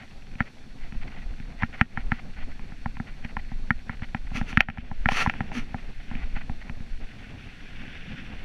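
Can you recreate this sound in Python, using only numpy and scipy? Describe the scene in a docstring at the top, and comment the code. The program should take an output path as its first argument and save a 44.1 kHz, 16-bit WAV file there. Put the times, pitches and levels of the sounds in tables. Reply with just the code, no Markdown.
"""Camera out of a pickup on snow

A camera in a plastic housing is held out of the window of a pickup rolling slowly over packed snow.
Wind buffets it; tyre rumble and the crunch of snow come through the housing walls, dull and coloured.
Bumps knock the housing against its mount and set both ringing; a glove gives it a few short rubs."""
import sys
import numpy as np
from scipy import signal
from scipy.fft import rfft, irfft, next_fast_len
from scipy.io import wavfile
from scipy.ndimage import uniform_filter1d

SR = 44100
rng = np.random.default_rng(int(sys.argv[2]) if len(sys.argv) > 2 else 0)


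def to_wav(sig):
    """Store sig (one row per channel, or 1-D mono) as 16-bit WAV at the path in sys.argv[1].

    Samples outside -1..1 are clipped; the rate is SR.
    """
    pcm = np.clip(np.atleast_2d(sig), -1, 1) * 32767
    pcm = np.round(pcm).astype(np.int16)
    wavfile.write(sys.argv[1], SR, pcm.T)  # frames by channels


N = 372204

# The wind's fader ride. Each row: time in seconds, level in dB.
WIND_RIDE = [(0.0, -47.5), (0.23, -36.5), (0.65, -45), (0.82, -31.5), (1.83, -33), (1.93, -42), (2.07, -23),
             (2.18, -35), (2.47, -20.5), (2.54, -32), (4.96, -27.5), (5.1, -20.5), (5.19, -34.5),
             (6.39, -27.5), (6.44, -31.5), (7.05, -26), (7.14, -42), (8.44, -32)]
# The tyres' fader ride. Each row: time in seconds, rumble level in dB, snow hiss level in dB.
TYRE_RIDE = [(0.0, -49.5, -58.5), (0.73, -49, -61.5), (0.94, -46, -56), (4.21, -47, -58),
             (4.51, -41.5, -49.5), (4.75, -42, -49.5), (5.03, -49, -52.5), (5.22, -40.5, -49),
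             (5.55, -42.5, -53.5), (5.81, -47.5, -53.5), (6.16, -45.5, -52), (6.77, -47, -57.5),
             (7.26, -46, -51), (7.62, -46.5, -51), (7.9, -44, -46.5), (8.44, -43.5, -51)]
# Packed snow giving way, felt through the mount. Each row: middle in seconds, level in dB,
# length in seconds.
SNOW_CRUNCHES = [(-0.001, -47.5, 0.13), (0.407, -41.5, 0.049), (0.472, -45.5, 0.046), (0.847, -53, 0.15),
                 (1.024, -45.5, 0.041), (1.082, -45, 0.028), (1.128, -48, 0.056), (1.178, -44.5, 0.046),
                 (1.226, -49, 0.042), (1.621, -39.5, 0.078), (1.744, -42.5, 0.05), (1.811, -38.5, 0.073),
                 (1.993, -45, 0.081), (2.137, -45.5, 0.086), (2.19, -43, 0.04), (2.383, -44, 0.052),
                 (2.426, -43.5, 0.044), (2.515, -52, 0.039), (3.083, -46, 0.048), (3.252, -40.5, 0.032),
                 (3.303, -47, 0.028), (3.395, -42, 0.026), (3.517, -52.5, 0.073), (3.92, -46, 0.075),
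                 (4.035, -39, 0.039), (4.171, -44.5, 0.02), (4.273, -47.5, 0.019), (4.613, -30, 0.058),
                 (5.789, -47, 0.031), (6.009, -50, 0.028), (6.171, -45.5, 0.13), (6.233, -42.5, 0.031),
                 (6.375, -41, 0.06), (6.413, -43, 0.023), (6.619, -43.5, 0.024), (6.678, -52, 0.07)]
# Housing hitting mount. Each row: start in seconds, force in dB, then thump, hollow ring and bright
# ring in dB against that force.
KNOCK_CUES = [(0.315, -57, 1, -17, 14), (0.354, -49, 6, -4, 12.5), (0.405, -9.5, -18, -12, -15.5),
              (0.923, -35.5, -6, -11, 0), (0.95, -47, 3.5, 3, -17), (1.4, -40, -1.5, -12, 4),
              (1.623, -24.5, -13.5, -5, 0.5), (1.633, -10.5, -17, -15.5, -15), (1.812, -4, -15, -18, -5.5),
              (1.974, -16, -17.5, -12.5, -14), (2.119, -11.5, -16.5, -9.5, -11), (2.594, -38, -13, -8, -2),
              (2.721, -36.5, -9, -8, -19), (2.859, -23, -9.5, -3, -15), (2.969, -34, -13, -2.5, -1),
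              (3, -26, -5.5, -9.5, -21), (3.248, -30.5, -4.5, -9.5, 5), (3.368, -20.5, -18, -3.5, -9),
              (3.517, -44.5, 6, 4, -21), (3.706, -6, -21, -18.5, -17), (3.895, -20, -15.5, -8, -30),
              (4.021, -32, -5, -26, -3), (4.147, -20.5, -10.5, -4.5, -3), (4.316, -45.5, 4.5, 9.5, -18),
              (4.35, -31.5, -6.5, -9, -18), (4.413, -25, -5.5, -5.5, -6), (4.528, -30, -12, -6, 2),
              (4.573, -2.5, -16.5, -16, -4), (4.606, 0.5, -34, -9.5, 5.5), (4.686, -12.5, -16.5, -9, -9),
              (4.7, -19, -15, -16, 1), (4.774, -26, -18.5, -2.5, -9), (4.783, -27.5, -5.5, -21, 3),
              (4.914, -31.5, -3, 1, -28), (5.058, -8.5, -17.5, -12.5, -14.5), (5.088, -12, -33, 1, 4),
              (5.118, -31, -1.5, 7, -17), (5.262, -17, -30, 0, -25), (5.273, -19.5, -7, -7, -9),
              (5.297, -15, -50, -11, 1.5), (5.338, -28.5, -17, -4, -2), (5.406, -18.5, -11, -6.5, -9),
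              (5.517, -33, -14.5, 0, -2), (5.744, -26.5, -7, -2.5, -28), (6.113, -32, -9, -1, -17),
              (6.152, -38.5, -1, -31, 10), (6.365, -30.5, -8.5, -7.5, -2), (6.496, -34, 0, 3, -3),
              (6.696, -32.5, -8, -8.5, 3.5), (6.804, -43, 3, -9, -3), (8.218, -45.5, 0, -17, -15)]
# Glove strokes. Each row: time of full pressure in seconds, level in dB, hum in dB, hold in seconds.
GLOVE_STROKES = [(4.362, -33.5, -31, 0.012), (4.495, -38, -52, 0.0038), (5.118, -26.5, -46, 0.006),
                 (5.17, -25.5, -46, 0.05), (5.551, -35, -35, 0.029)]

# EQ curves of the noise layers. Each row: frequency in Hz, relative level in dB.
WIND_EQ = [(4.7, -30), (8.0, 11), (26, 2), (40, -10), (59, -10), (90, -30.5), (120, -26), (160, -79.5),
           (260, -120)]
RUMBLE_EQ = [(29, -32), (50, -4.5), (70, -2), (92, -4), (151, -5), (215, -5), (275, -7.5), (306, -15.5),
             (623, -21.5), (733, -18.5), (888, -23), (950, -26), (1300, -26.5), (1690, -50.5), (2860, -120)]
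SNOW_EQ = [(590, -47.5), (1000, -19.5), (1220, -15), (1470, -1.5), (1920, -2), (2130, -2), (2600, -1.5),
           (3180, -10.5), (3540, -11), (4040, -25), (4500, -24), (5850, -25), (9900, -120)]
HISS_EQ = [(1880, -14), (3200, -3), (3550, 0.5), (3870, -3), (4380, 1.5), (4950, -9), (5680, -5.5),
           (6910, -14), (8850, -16.5), (11800, -23), (12600, -24.5), (13400, -30.5), (14500, -35),
           (15200, -82)]
CRUNCH_EQ = [(240, -41.5), (400, -56), (489, -14.5), (778, -1.5), (1020, -10), (1210, -9), (1500, -1.5),
             (1650, -8.5), (1930, 2), (3140, -11.5), (3960, -24.5), (4360, -17), (5000, -34), (6500, -40.5),
             (11000, -120)]
CRACK_EQ = [(1470, -35.5), (2500, 3), (3700, -35.5), (5050, -44.5), (5650, -22), (6570, -48), (15200, -36)]
GLOVE_EQ = [(240, -46.5), (400, -11.5), (576, -15.5), (781, -9), (910, -13.5), (1110, -12), (1390, -1),
            (1500, -12), (1750, -5), (2600, -3.5), (3900, -20.5), (4450, -16), (5000, -25.5), (5920, -18.5),
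            (7900, -38.5), (8920, -31), (10000, -34), (11000, -41), (15200, -47.5)]

# Modes of mount and housing. Each row: pitch in Hz, gain in dB, seconds to fall 60 dB, sign of the
# first swing.
MOUNT_MODES = [(76.8, 19, 0.024, 1), (178.4, 4, 0.06, -1), (231.2, 13.5, 0.062, -1)]
HOLLOW_MODES = [(571, -12, 0.02, 1), (783, 1.5, 0.028, -1), (1029, 3.5, 0.014, 1)]
SHELL_MODES = [(1360, 1, 0.021, 1), (1420, -10, 0.05, -1), (1747, -24, 0.019, 1), (1860, -15, 0.065, -1),
               (1760, 13.5, 0.0025, 1), (2282, -1.5, 0.02, -1)]
BRIGHT_MODES = [(2372, -0.5, 0.012, -1), (2670, -3.5, 0.011, 1), (2965, -7, 0.0085, -1),
                (4710, -34, 0.024, 1), (5420, -25, 0.013, -1)]


def from_db(db):
    """Decibels to gain."""
    return 10 ** (np.asarray(db) / 20)


def rms_one(x):
    """Scales to rms 1."""
    return x / np.sqrt(np.mean(x ** 2) + 1e-20)


def faders(rows):
    """Turns each level column of a ride into one value a sample."""
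    times, *columns = np.transpose(rows)
    return [np.interp(np.arange(N) / SR, times, column) for column in columns]


def drift(rate_hz):
    """A slow random wobble of rms about 1: low-passed noise, drawn every 40 samples."""
    pole = np.exp(-2 * np.pi * rate_hz * 40 / SR)
    slow = signal.lfilter([1], [1, -2 * pole, pole * pole], rng.standard_normal(N // 40 + 2002))[2000:]
    return np.interp(np.arange(N) / 40, np.arange(len(slow)), rms_one(slow))


def grains(per_s, spread_db, click_share):
    """Grainy texture: random clicks of uneven size blended with smooth noise."""
    sizes = from_db(spread_db * np.minimum(rng.exponential(1, N), 5)) * rng.choice([-1, 1], N)
    clicks = rms_one(sizes * (rng.random(N) < per_s / SR))
    return np.sqrt(click_share) * clicks + np.sqrt(1 - click_share) * rng.standard_normal(N)


def coloured(source, eq, flicker_db, rate_hz, bands=4):
    """EQs a source in overlapping bands that flicker partly together; rms 1."""
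    size = next_fast_len(N)
    eq_hz, eq_db = np.transpose(eq)
    log_hz = np.log(np.arange(size // 2 + 1) * SR / size + 1e-3)
    shaped = rfft(source, size) * from_db(np.interp(log_hz, np.log(eq_hz), eq_db, -120, -120))
    centres = np.linspace(np.log(eq_hz[0]), np.log(eq_hz[-1]), bands)
    together, out = drift(rate_hz), 0
    for k in range(bands):
        band = irfft(shaped * np.interp(log_hz, centres, np.arange(bands) == k), size)[:N]
        out = out + band * from_db(flicker_db * (.8 * together + .6 * drift(rate_hz)))
    return rms_one(out)


def resonance(x, hz, width_hz):
    """A resonant band-pass with gain 1 at the centre."""
    r = np.exp(-np.pi * width_hz / SR)
    feedback = [1, -2 * r * np.cos(2 * np.pi * hz / SR), r * r]
    return signal.lfilter([(1 - r * r) / 2, 0, (r * r - 1) / 2], feedback, x)


def ring(force, modes, starts, scatter_db, long_db=0, long_s=.04):
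    """A force rings damped modes, varied blow by blow; modes outlasting long_s get long_db added."""
    out, scatter = 0, rng.standard_normal((len(starts), len(modes)))
    latest_blow = np.searchsorted(starts[1:], np.arange(N), "right")
    for k, (hz, level_db, t60, swing) in enumerate(modes):
        r, w = from_db(-60 / (t60 * SR)), 2 * np.pi * hz / SR
        gain = from_db(level_db + scatter_db * scatter[:, k] + long_db * (t60 > long_s))[latest_blow]
        tone = signal.lfilter([0, np.sin(w)], [1, -2 * r * np.cos(w), r * r], gain * force)
        out = out + np.sign(swing) * tone
    return out


def wind(level_db):
    """Gusts buffet the housing: a fluttering sub-bass."""
    return from_db(level_db) * coloured(rng.standard_normal(N), WIND_EQ, -3, rate_hz=10, bands=2)


def tyre_rumble(level_db):
    """Rolling tyres, heard through the housing walls as a dull, restless bed."""
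    return from_db(level_db) * coloured(rng.standard_normal(N), RUMBLE_EQ, flicker_db=2.74, rate_hz=16)


def snow_shear(level_db):
    """Tyres shear the snow: a fine, grainy hiss, brighter as it grows."""
    hiss = coloured(grains(2000, spread_db=6.8, click_share=.13), SNOW_EQ, flicker_db=2.1, rate_hz=18)
    presence = np.clip(.08 * (level_db + 53), -.8, 2)
    return from_db(level_db) * (hiss + presence * resonance(hiss, 3230, width_hz=1100))


def hiss_floor(level_db=-62):
    """A thin, nearly steady hiss sits behind everything."""
    return from_db(level_db) * coloured(rng.standard_normal(N), HISS_EQ, flicker_db=.35, rate_hz=10)


def snow_crunches():
    """Each crunch is a short swarm of tiny fractures that swells and fades."""
    envelope = np.zeros(N)
    for middle, level_db, length in SNOW_CRUNCHES:
        span = np.arange(max(round((middle - length / 2) * SR), 0), round((middle + length / 2) * SR))
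        arch = np.clip(1 - (2 * (span / SR - middle) / length) ** 2, 0, 1)
        envelope[span] += from_db(level_db) * arch
    fractures = grains(1200, spread_db=2.8, click_share=.6)
    return envelope * coloured(fractures, CRUNCH_EQ, flicker_db=2, rate_hz=60, bands=5)


def crystal_ticks(per_s=14, level_db=-62.5):
    """Single crystals snap at random: faint puffs a few milliseconds long."""
    snaps = np.abs(grains(per_s, spread_db=.95, click_share=.99))
    puffs = uniform_filter1d(uniform_filter1d(snaps, size=130), size=130)
    fizz = coloured(rng.standard_normal(N), SNOW_EQ, flicker_db=1, rate_hz=26, bands=2)
    return from_db(level_db) * rms_one(puffs * fizz)


def housing_knocks(contact_hz=2260, thump_hz=230, crack_boost_db=25.5):
    """A short hard contact rings the shell; the mount takes a softer, later push; hard blows crack."""
    times, force_db, thump_db, hollow_db, bright_db = np.transpose(KNOCK_CUES)
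    starts = np.round(times * SR).astype(int)

    def force(level_db, cutoff_hz):
        """One pulse a knock; a lower cutoff makes it longer and later."""
        clicks = np.full(N, 1e-18)
        clicks[starts] = from_db(level_db)
        return signal.sosfilt(signal.bessel(4, cutoff_hz, fs=SR, output="sos", norm="mag"), clicks)

    crack_noise = coloured(rng.standard_normal(N), CRACK_EQ, flicker_db=3, rate_hz=18, bands=2)
    crack = force(force_db + bright_db + crack_boost_db, cutoff_hz=73) * crack_noise
    thump = ring(force(force_db + thump_db, thump_hz), MOUNT_MODES, starts, scatter_db=1.5)
    hollow = ring(force(force_db + hollow_db, contact_hz), HOLLOW_MODES, starts, scatter_db=3.5)
    wall = resonance(force(force_db, contact_hz), 1743, width_hz=448)
    # The shell's long tails speak mostly under hard blows.
    shell = ring(wall, SHELL_MODES, starts, scatter_db=1, long_db=.3 * force_db)
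    bright = ring(force(force_db + bright_db, 2 * contact_hz), BRIGHT_MODES, starts, scatter_db=0)
    return thump + hollow + shell + bright + crack


def glove_rubs(attack_db_s=600, rub_release_db_s=345.5, hum_release_db_s=707, hum_lag_s=.0096):
    """Cloth drags over the shell: dense bright slips, which set the mount humming a little later."""
    t = np.arange(N) / SR

    def stroke(full_s, level_db, hold_s, release_db_s):
        """Attack, hold and release of one stroke."""
        fade_in_db = attack_db_s * np.maximum(full_s - t, 0)
        fade_out_db = release_db_s * np.maximum(t - full_s - hold_s, 0)
        return from_db(level_db - fade_in_db - fade_out_db)

    rub_gain = sum(stroke(s, db, hold, rub_release_db_s) for s, db, _, hold in GLOVE_STROKES)
    hum_gain = sum(stroke(s + hum_lag_s, db, hold, hum_release_db_s) for s, _, db, hold in GLOVE_STROKES)
    slips = coloured(grains(2500, spread_db=2.5, click_share=.5), GLOVE_EQ, flicker_db=1, rate_hz=30)
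    hum = resonance(resonance(rng.standard_normal(N), 242, width_hz=45), 230, width_hz=72)
    return rub_gain * slips + hum_gain * rms_one(hum)


def scene():
    """Mono mix: a bed of wind, tyres and snow, with knocks and rubs up front."""
    wind_db, = faders(WIND_RIDE)
    rumble_db, snow_db = faders(TYRE_RIDE)
    bed = wind(wind_db) + tyre_rumble(rumble_db) + hiss_floor() + snow_shear(snow_db)
    return (bed + snow_crunches() + crystal_ticks() + housing_knocks() + glove_rubs())[None]


def record(dry, threshold_db=-7, release_db_s=30, cutoff_hz=15150):
    """Gain control ducks after loud knocks and recovers slowly; peaks clip; the top is cut."""
    release = release_db_s * np.arange(N) / SR
    over_db = np.maximum(20 * np.log10(np.abs(dry[0]) + 1e-9) - threshold_db, 0)
    held_db = np.maximum(np.maximum.accumulate(over_db + release) - release, 0)
    duck_db = signal.lfilter([.004], [1, -.996], held_db)   # about 6 ms of attack
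    clipped = np.clip(dry * from_db(-duck_db), -1, 1)
    return signal.sosfilt(signal.ellip(10, .5, 60, cutoff_hz, fs=SR, output="sos"), clipped)


dry = scene()
out = record(dry)
to_wav(out)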